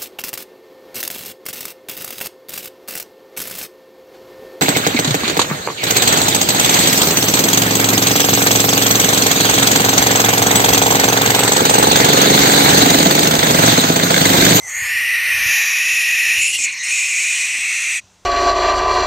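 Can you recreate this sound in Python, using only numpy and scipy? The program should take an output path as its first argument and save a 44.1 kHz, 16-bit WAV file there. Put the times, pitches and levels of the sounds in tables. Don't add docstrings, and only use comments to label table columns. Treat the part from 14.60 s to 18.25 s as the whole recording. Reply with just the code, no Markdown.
import sys
import numpy as np
from scipy import signal
from scipy.fft import rfft, irfft
from scipy.io import wavfile
from scipy.ndimage import uniform_filter1d, map_coordinates

SR = 44100
rng = np.random.default_rng(int(sys.argv[2]) if len(sys.argv) > 2 else 0)


def output_pcm(signal):
    pcm = np.clip(np.atleast_2d(signal).T, -1, 1) * 32767
    wavfile.write(sys.argv[1], SR, np.round(pcm).astype(np.int16))


def linear_from_db(decibels):
    return 10 ** (np.asarray(decibels, float) / 20)


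N = 160965


def evened(x):
    return x / np.sqrt(np.mean(abs(x) ** 2) + 1e-20)


def read(points, hz):
    f, value = np.transpose(points)
    return np.interp(np.log(hz + 1), np.log(f + 1), value)


def follow(points, t):
    return np.interp(t, *np.transpose(points))


def drift(top_hz, count=N):
    f = np.fft.rfftfreq(count, 1 / SR)
    gain = (f > 0) / (1 + (f / top_hz) ** 2)
    return evened(irfft(rfft(rng.standard_normal(count)) * gain, count))


def band(x, lo_hz, hi_hz):
    f = np.fft.rfftfreq(len(x), 1 / SR) + 1e-3
    loss = np.sqrt((1 + (lo_hz / f) ** 20) * (1 + (f / hi_hz) ** 20))
    return irfft(rfft(x) / loss, len(x))


# pitch_hz [Hz], level_db [dB per Hz]
HUSH_SPECTRUM = [(45, -13), (90, -15), (200, -18), (400, -14), (1000, -13), (2500, -20), (7500, -18.5),
                 (11500, -37)]
# start_s [s], level_db [dB]
RUSTLE = [(0, 8), (.7, -1.5), (2.0, 3), (2.15, 0), (3.6, -0.5)]


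def hush():
    f, t = np.fft.rfftfreq(N, 1 / SR), np.arange(N) / SR
    noise = irfft(rfft(rng.standard_normal(N)) * linear_from_db(read(HUSH_SPECTRUM, f)), N)
    return linear_from_db(-55.5) * evened(noise) * linear_from_db(follow(RUSTLE, t))


# pitch_hz [Hz], level_db [dB]
MOTOR = [(96, -62.5), (190, -64), (285, -73.5)]


def motor():
    hum = np.zeros(N)
    for hz, db in MOTOR:
        level = linear_from_db(db + 2 * drift(2.3))
        pitch_hz = hz + 10 * drift(20.0)
        hum += level * np.sin(2 * np.pi * np.cumsum(pitch_hz) / SR)
    return hum


# start_s [s], level_db [dB]
WIND = [(0, -57.5), (.9, -48), (1., -61.5), (1.8, -53), (2.1, -78), (3.6, -75)]


def wind():
    t = np.arange(N) / SR
    gusts = linear_from_db(3.5 * drift(6))
    eddies = evened(band(drift(110), 36, 360) * gusts)
    return eddies * linear_from_db(follow(WIND, t))


# pitch_hz [Hz], width_hz [Hz], level_db [dB]
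CLOSED = [(726, 415, 1), (2030, 150, 3), (6140, 300, 1), (8000, 1440, -11.5), (11500, 4000, -29)]
PARTING = [(1120, 3700, -25.5), (1900, 270, -10.5), (2225, 360, -10), (4430, 390, -37.5),
           (6740, 770, -14.5), (8460, 330, -19), (12000, 5300, -37.5)]
GAPING = [(1270, 4100, -21.5), (1885, 340, 2.5), (2410, 470, -1.5), (4030, 2300, -25.5),
          (6230, 1860, -20.5), (9000, 1100, -22.5), (10540, 1000, -24.5), (12370, 2600, -24.5)]
STRETCHED = [(1254, 2600, -24), (1872, 270, -4.5), (2440, 353, 1), (3740, 3200, -23), (5760, 580, -14.5),
             (6700, 860, -18), (10200, 1000, -23.5), (12000, 1700, -25)]
FACING = [(1260, 2000, -21.5), (1935, 270, 1), (2522, 385, 3.5), (3680, 1130, -17), (5755, 1560, -16.5),
          (6850, 650, -14), (9050, 870, -21.5), (10500, 670, -17.5), (12170, 2100, -24)]
TURNING = [(1750, 200, -28), (2536, 446, 2.5), (4450, 1500, -20), (5500, 1000, -17), (7020, 1030, -7),
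           (8440, 1040, -16.5), (10000, 1500, -16), (14300, 1470, -30)]
LUNGING = [(1980, 210, -7), (2720, 350, -0.5), (3050, 550, -11), (4440, 1200, -17), (5840, 1900, -16),
           (7400, 900, -14), (8100, 500, -11.5), (10170, 2600, -22), (13500, 2500, -35)]
SWAYING = [(1960, 150, -17), (2390, 300, 2.5), (2910, 790, -10.5), (4300, 1140, -18), (5600, 660, -15),
           (6900, 1450, -6), (7900, 1000, -11), (10200, 1200, -26.5), (13500, 2500, -40)]
DUCKED = [(1024, 160, -21), (1890, 220, -19), (2364, 530, -5.5), (4190, 700, -22.5), (6700, 1540, -18.5),
          (8540, 980, -26), (12000, 1450, -53)]
BOWED = [(1020, 200, -17), (1830, 220, -8), (2250, 500, -6.5), (4180, 560, -20), (5830, 2000, -20),
         (6900, 1000, -28), (8370, 820, -32), (12500, 2500, -42)]
CHOKED = [(1090, 500, -24), (1880, 260, -3), (2610, 1100, -25), (3930, 580, -15), (6120, 1400, -14.5),
          (8000, 690, -27), (10800, 1400, -44)]
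RISING = [(1070, 500, -24.5), (1990, 240, -3), (2260, 660, -2), (4060, 800, -17), (5780, 1100, -13.5),
          (6900, 1000, -11.5), (8450, 1020, -11.5), (12400, 2500, -38)]
CROUCHED = [(1160, 1100, -27.5), (1974, 140, -10.5), (2370, 496, -1), (3900, 3800, -21), (5530, 440, -16),
            (6900, 1330, -9.5), (8080, 990, -12.5), (9700, 1700, -26), (13200, 2600, -37)]
TIRING = [(1170, 820, -20.5), (1974, 296, -1.5), (2426, 360, 1.5), (3620, 2200, -17), (6050, 920, -12),
          (7000, 890, -14), (8160, 890, -11.5), (9700, 420, -19), (12020, 2600, -33)]
# start_s [s], end_s [s]
HELD = [(0, 0.064), (.115, 0.13), (.33, 0.71), (.93, 1.13), (1.24, 1.78), (1.83, 1.91), (1.935, 1.97),
        (1.99, 2.056), (2.062, 2.125), (2.15, 2.185), (2.2, 2.228), (2.238, 2.31), (2.3, 2.63), (2.98, 4.8)]
# pitch_hz [Hz], level_db [dB]
SPILL = [(300, -29), (1000, -39), (5000, -36), (15500, -49)]


def posture_db(hz, t):
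    shapes = []
    for posture in (CLOSED, PARTING, GAPING, STRETCHED, FACING, TURNING, LUNGING,
                    SWAYING, DUCKED, BOWED, CHOKED, RISING, CROUCHED, TIRING):
        top = max(row[2] for row in posture)
        power = linear_from_db(read(SPILL, hz)) ** 2
        for f, width, db in posture:
            power = power + linear_from_db(db - top) ** 2 / (1 + (2 * (hz - f) / width) ** 2) ** 2
        shapes += 2 * [10 * np.log10(power / power.sum())]
    times = np.maximum.accumulate(np.ravel(HELD))
    return np.array([np.interp(t, times, row) for row in np.transpose(shapes)])


# start_s [s], pitch_ratio [1]
REACH = [(0, 1.04), (.1, 0.94), (.3, 1.003), (.45, 1.035), (.75, 1.01), (.95, 0.99), (1.1, .99), (1.3, .99),
         (1.55, 0.99), (1.72, 0.97), (1.82, 1.033), (1.9, 1.05), (2.1, 1.026), (2.3, 1.067), (2.6, 1.007),
         (3.0, 1.043), (3.3, 1.014)]


def stretched(shape_db, hz, t):
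    ratio = 1 + (follow(REACH, t) - 1) / (1 + (hz[:, None] / 3500) ** 8)
    rows, columns = np.indices(shape_db.shape)
    return map_coordinates(shape_db, [rows / ratio, columns], order=1, mode="nearest")


# start_s [s], pitch_hz [Hz], level_db [dB]
BEAK_POCKET = [(0, 4700, 10), (.15, 5250, -36), (.3, 6220, -19), (.45, 6700, -10), (.75, 6900, -20),
               (.9, 7600, -25), (1.05, 8100, -8), (1.3, 8000, -9), (1.79, 8200, 0), (1.81, 8800, 0)]
ROOF_POCKET = [(.1, 10500, -11), (.5, 10200, -14), (.75, 10150, -14), (1.0, 9300, -14), (1.28, 10200, -31),
               (1.5, 9600, -7), (1.8, 10200, -15), (1.83, 9700, 2), (2.12, 9700, 4), (2.18, 10000, -14),
               (2.24, 11500, -10), (2.32, 12100, -16), (2.8, 12300, -19), (3.02, 12700, -12),
               (3.2, 12400, -16)]
TOP_GAP = [(.2, 14900, -3), (.33, 14800, -34), (.82, 14640, -32), (1.0, 13900, -16), (1.3, 14300, -26),
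           (1.8, 14500, -25), (1.9, 15500, -19), (2.18, 14500, -22), (2.4, 14700, -5)]
CHEEK_POCKET = [(.15, 3700, -19), (.55, 3940, 6), (.75, 4300, -5), (1.2, 4300, -5), (1.75, 4700, -2),
                (2., 4800, -10), (3.3, 4990, -4)]
NOSTRIL_POCKET = [(.1, 7900, -5), (.25, 8100, -7), (.45, 7700, -6), (.55, 7500, -6), (2.3, 9300, 5),
                  (2.6, 9370, -7), (3.05, 9700, -7.5), (3.3, 9300, 1)]


def pockets_db(hz, t):
    out = 0
    for pocket, width_hz in ((BEAK_POCKET, 330), (ROOF_POCKET, 190), (TOP_GAP, 600),
                             (CHEEK_POCKET, 130), (NOSTRIL_POCKET, 150)):
        s, f, db = np.transpose(pocket)
        distance = (hz[:, None] - np.interp(t, s, f)) / width_hz
        out = out + np.interp(t, s, db) * np.exp(-distance ** 2)
    return out


def blotches(shape, tall, long):
    field = uniform_filter1d(rng.standard_normal(shape), size=tall, axis=0)
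    return evened(uniform_filter1d(field, size=long, axis=1))


# pitch_hz [Hz], width_hz [Hz], level_db [dB]
BARS = [(1480, 50, 5.), (1580, 50, -5.), (3990, 40, -4.), (7350, 90, -3.)]


def crate_db(hz, t):
    shape = (len(hz), len(t))
    ripple = 2.2 * blotches(shape, tall=3, long=120) + 0.5 * blotches(shape, tall=12, long=24)
    shuffling = (t > 1.82) & (t < 2.29)
    treble = np.clip(hz[:, None] / 6000, 0, 1) ** 2
    jumps = 2.5 * shuffling * blotches(shape, tall=45, long=6) * treble
    fixed = -5.5 / (1 + (hz / 1823) ** 40)
    for f, width, db in BARS:
        fixed = fixed + db * np.exp(-((hz - f) / width) ** 2)
    fixed = fixed - 20 * np.log10(1 + (850 / (hz + 1)) ** 2)
    return ripple + jumps + fixed[:, None]


def throat_db(hz, t):
    out = stretched(posture_db(hz, t), hz, t)
    out = out + pockets_db(hz, t) + crate_db(hz, t)
    return out - 10 * np.log10((linear_from_db(out) ** 2).sum(0))


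def flutter(x, lo_hz, hi_hz):
    free = band(x, lo_hz, hi_hz)
    stroke = abs(signal.hilbert(free)) + 1e-3
    held = band(free / np.sqrt(stroke), lo_hz, hi_hz)
    free_power = abs(uniform_filter1d(free ** 2, size=2000))
    held_power = abs(uniform_filter1d(held ** 2, size=2000))
    return held * np.sqrt(free_power / (held_power + 1e-9)) - free


# start_s [s], length_s [s], level_db [dB]
JERKS = [
    (1.836, .008, -5.),
    (1.919, 0.017, -2),
    (1.957, 0.031, -2.5),
    (2.035, .027, 1.5),
    (2.124, 0.098, 0.5),
    (2.282, 0.011, 2),
    (2.303, 0.026, 0.5),
    (2.373, 0.04, 1),
]


def beam_db(t):
    edge_s = 0.0046
    return sum(db * np.clip(np.minimum(t - s, s + length - t) / edge_s, 0, 1) for s, length, db in JERKS)


# start_s [s], level_db [dB]
EFFORT = [(0, -39), (.1, -26), (.3, -16.5), (.85, -15), (.94, -12), (1.03, -15), (1.75, -14), (1.85, -13.5),
          (1.92, -19), (1.945, -14.5), (1.975, -19), (2.05, -16), (2.08, -19.5), (2.16, -27.5),
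          (2.3, -17.5), (2.7, -17), (3.0, -19.5), (3.15, -18)]


def owl():
    t = np.arange(N) / SR
    end_s, release_s = 3.405, 0.025
    air = rng.standard_normal(N) * linear_from_db(0.5 * drift(500))
    hz, frames, z = signal.stft(air, SR, nperseg=1024, noverlap=896)
    z = z * linear_from_db(throat_db(hz, frames))
    voice = evened(signal.istft(z, SR, nperseg=1024, noverlap=896)[1][:N])
    voice = voice + flutter(voice, 1600, 2150)
    voice = voice + flutter(voice, 2150, 3150)
    close = np.clip((end_s - t) / release_s, 0, 1)
    return voice * linear_from_db(beam_db(t) + follow(EFFORT, t) + 0.5 * drift(8.1)) * close


def yard(x):
    t = np.arange(SR) / SR
    t60_s, delay_s, centre_hz = 1, 0.0043, 5930
    tail = band(rng.standard_normal(SR), centre_hz / 2, centre_hz * 1.13)
    tail = tail * linear_from_db(-60 * t / t60_s) * (t > delay_s)
    return linear_from_db(-33.5) * signal.fftconvolve(x, tail / np.linalg.norm(tail))[:N]


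# start_s [s], level_db [dB]
TICKS = [
    (.02, -38),
    (.61, -41),
    (1.988, -25.5),
    (2.285, -38),
]


def ticks():
    out, t = np.zeros(N + SR), np.arange(1500) / SR
    t60_s = 0.018
    for s, db in TICKS:
        at = round(s * SR)
        out[at:at + len(t)] += linear_from_db(db - 60 * t / t60_s) * rng.standard_normal(len(t))
    return band(out[:N], 250, 12000)


def thuds(table, mean_hz, cycles, snap_db, snap_hz):
    out, t = np.zeros(N + SR), np.arange(SR // 5) / SR
    for s, db in table:
        hz = mean_hz * (1 + 0.3 * rng.uniform(-0.74, 1))
        u = 2 * t * hz / cycles
        envelope = np.e * u * np.exp(-u)
        puff = evened(band(rng.standard_normal(len(t)), 130, snap_hz))
        push = np.sin(2 * np.pi * hz * t)
        at = round(s * SR)
        out[at:at + len(t)] += linear_from_db(db) * envelope * (push + linear_from_db(snap_db) * puff)
    return out[:N]


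# start_s [s], level_db [dB]
BUMPS = [(0.219, -35), (0.248, -40), (0.349, -40.5), (0.48, -61), (0.609, -50), (0.747, -40), (0.858, -30),
         (1.25, -49), (1.329, -46), (1.669, -48), (1.777, -37.5), (1.989, -44), (3.439, -49)]


def bumps():
    return thuds(BUMPS, mean_hz=79.5, cycles=1, snap_db=-20.5, snap_hz=624)


# start_s [s], level_db [dB]
KNOCKS = [
    (1.8, -44),
    (2.0, -43),
    (2.95, -49),
    (2.98, -45),
]


def knocks():
    return thuds(KNOCKS, mean_hz=287, cycles=2.0, snap_db=-6, snap_hz=900)


def scene():
    bird = owl()
    mono = hush() + motor() + wind() + bird + yard(bird) + ticks() + bumps() + knocks()
    return np.array([mono, mono])


def roll_off(x):
    return signal.sosfilt(signal.butter(12, 15720, fs=SR, output="sos"), x)


def record(dry):
    low_pass = signal.firwin(1023, 15640, window=("kaiser", 9), fs=SR)
    mix = signal.oaconvolve(dry, low_pass[None], "same")
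    return roll_off(mix)


dry = scene()
out = record(dry)
output_pcm(out)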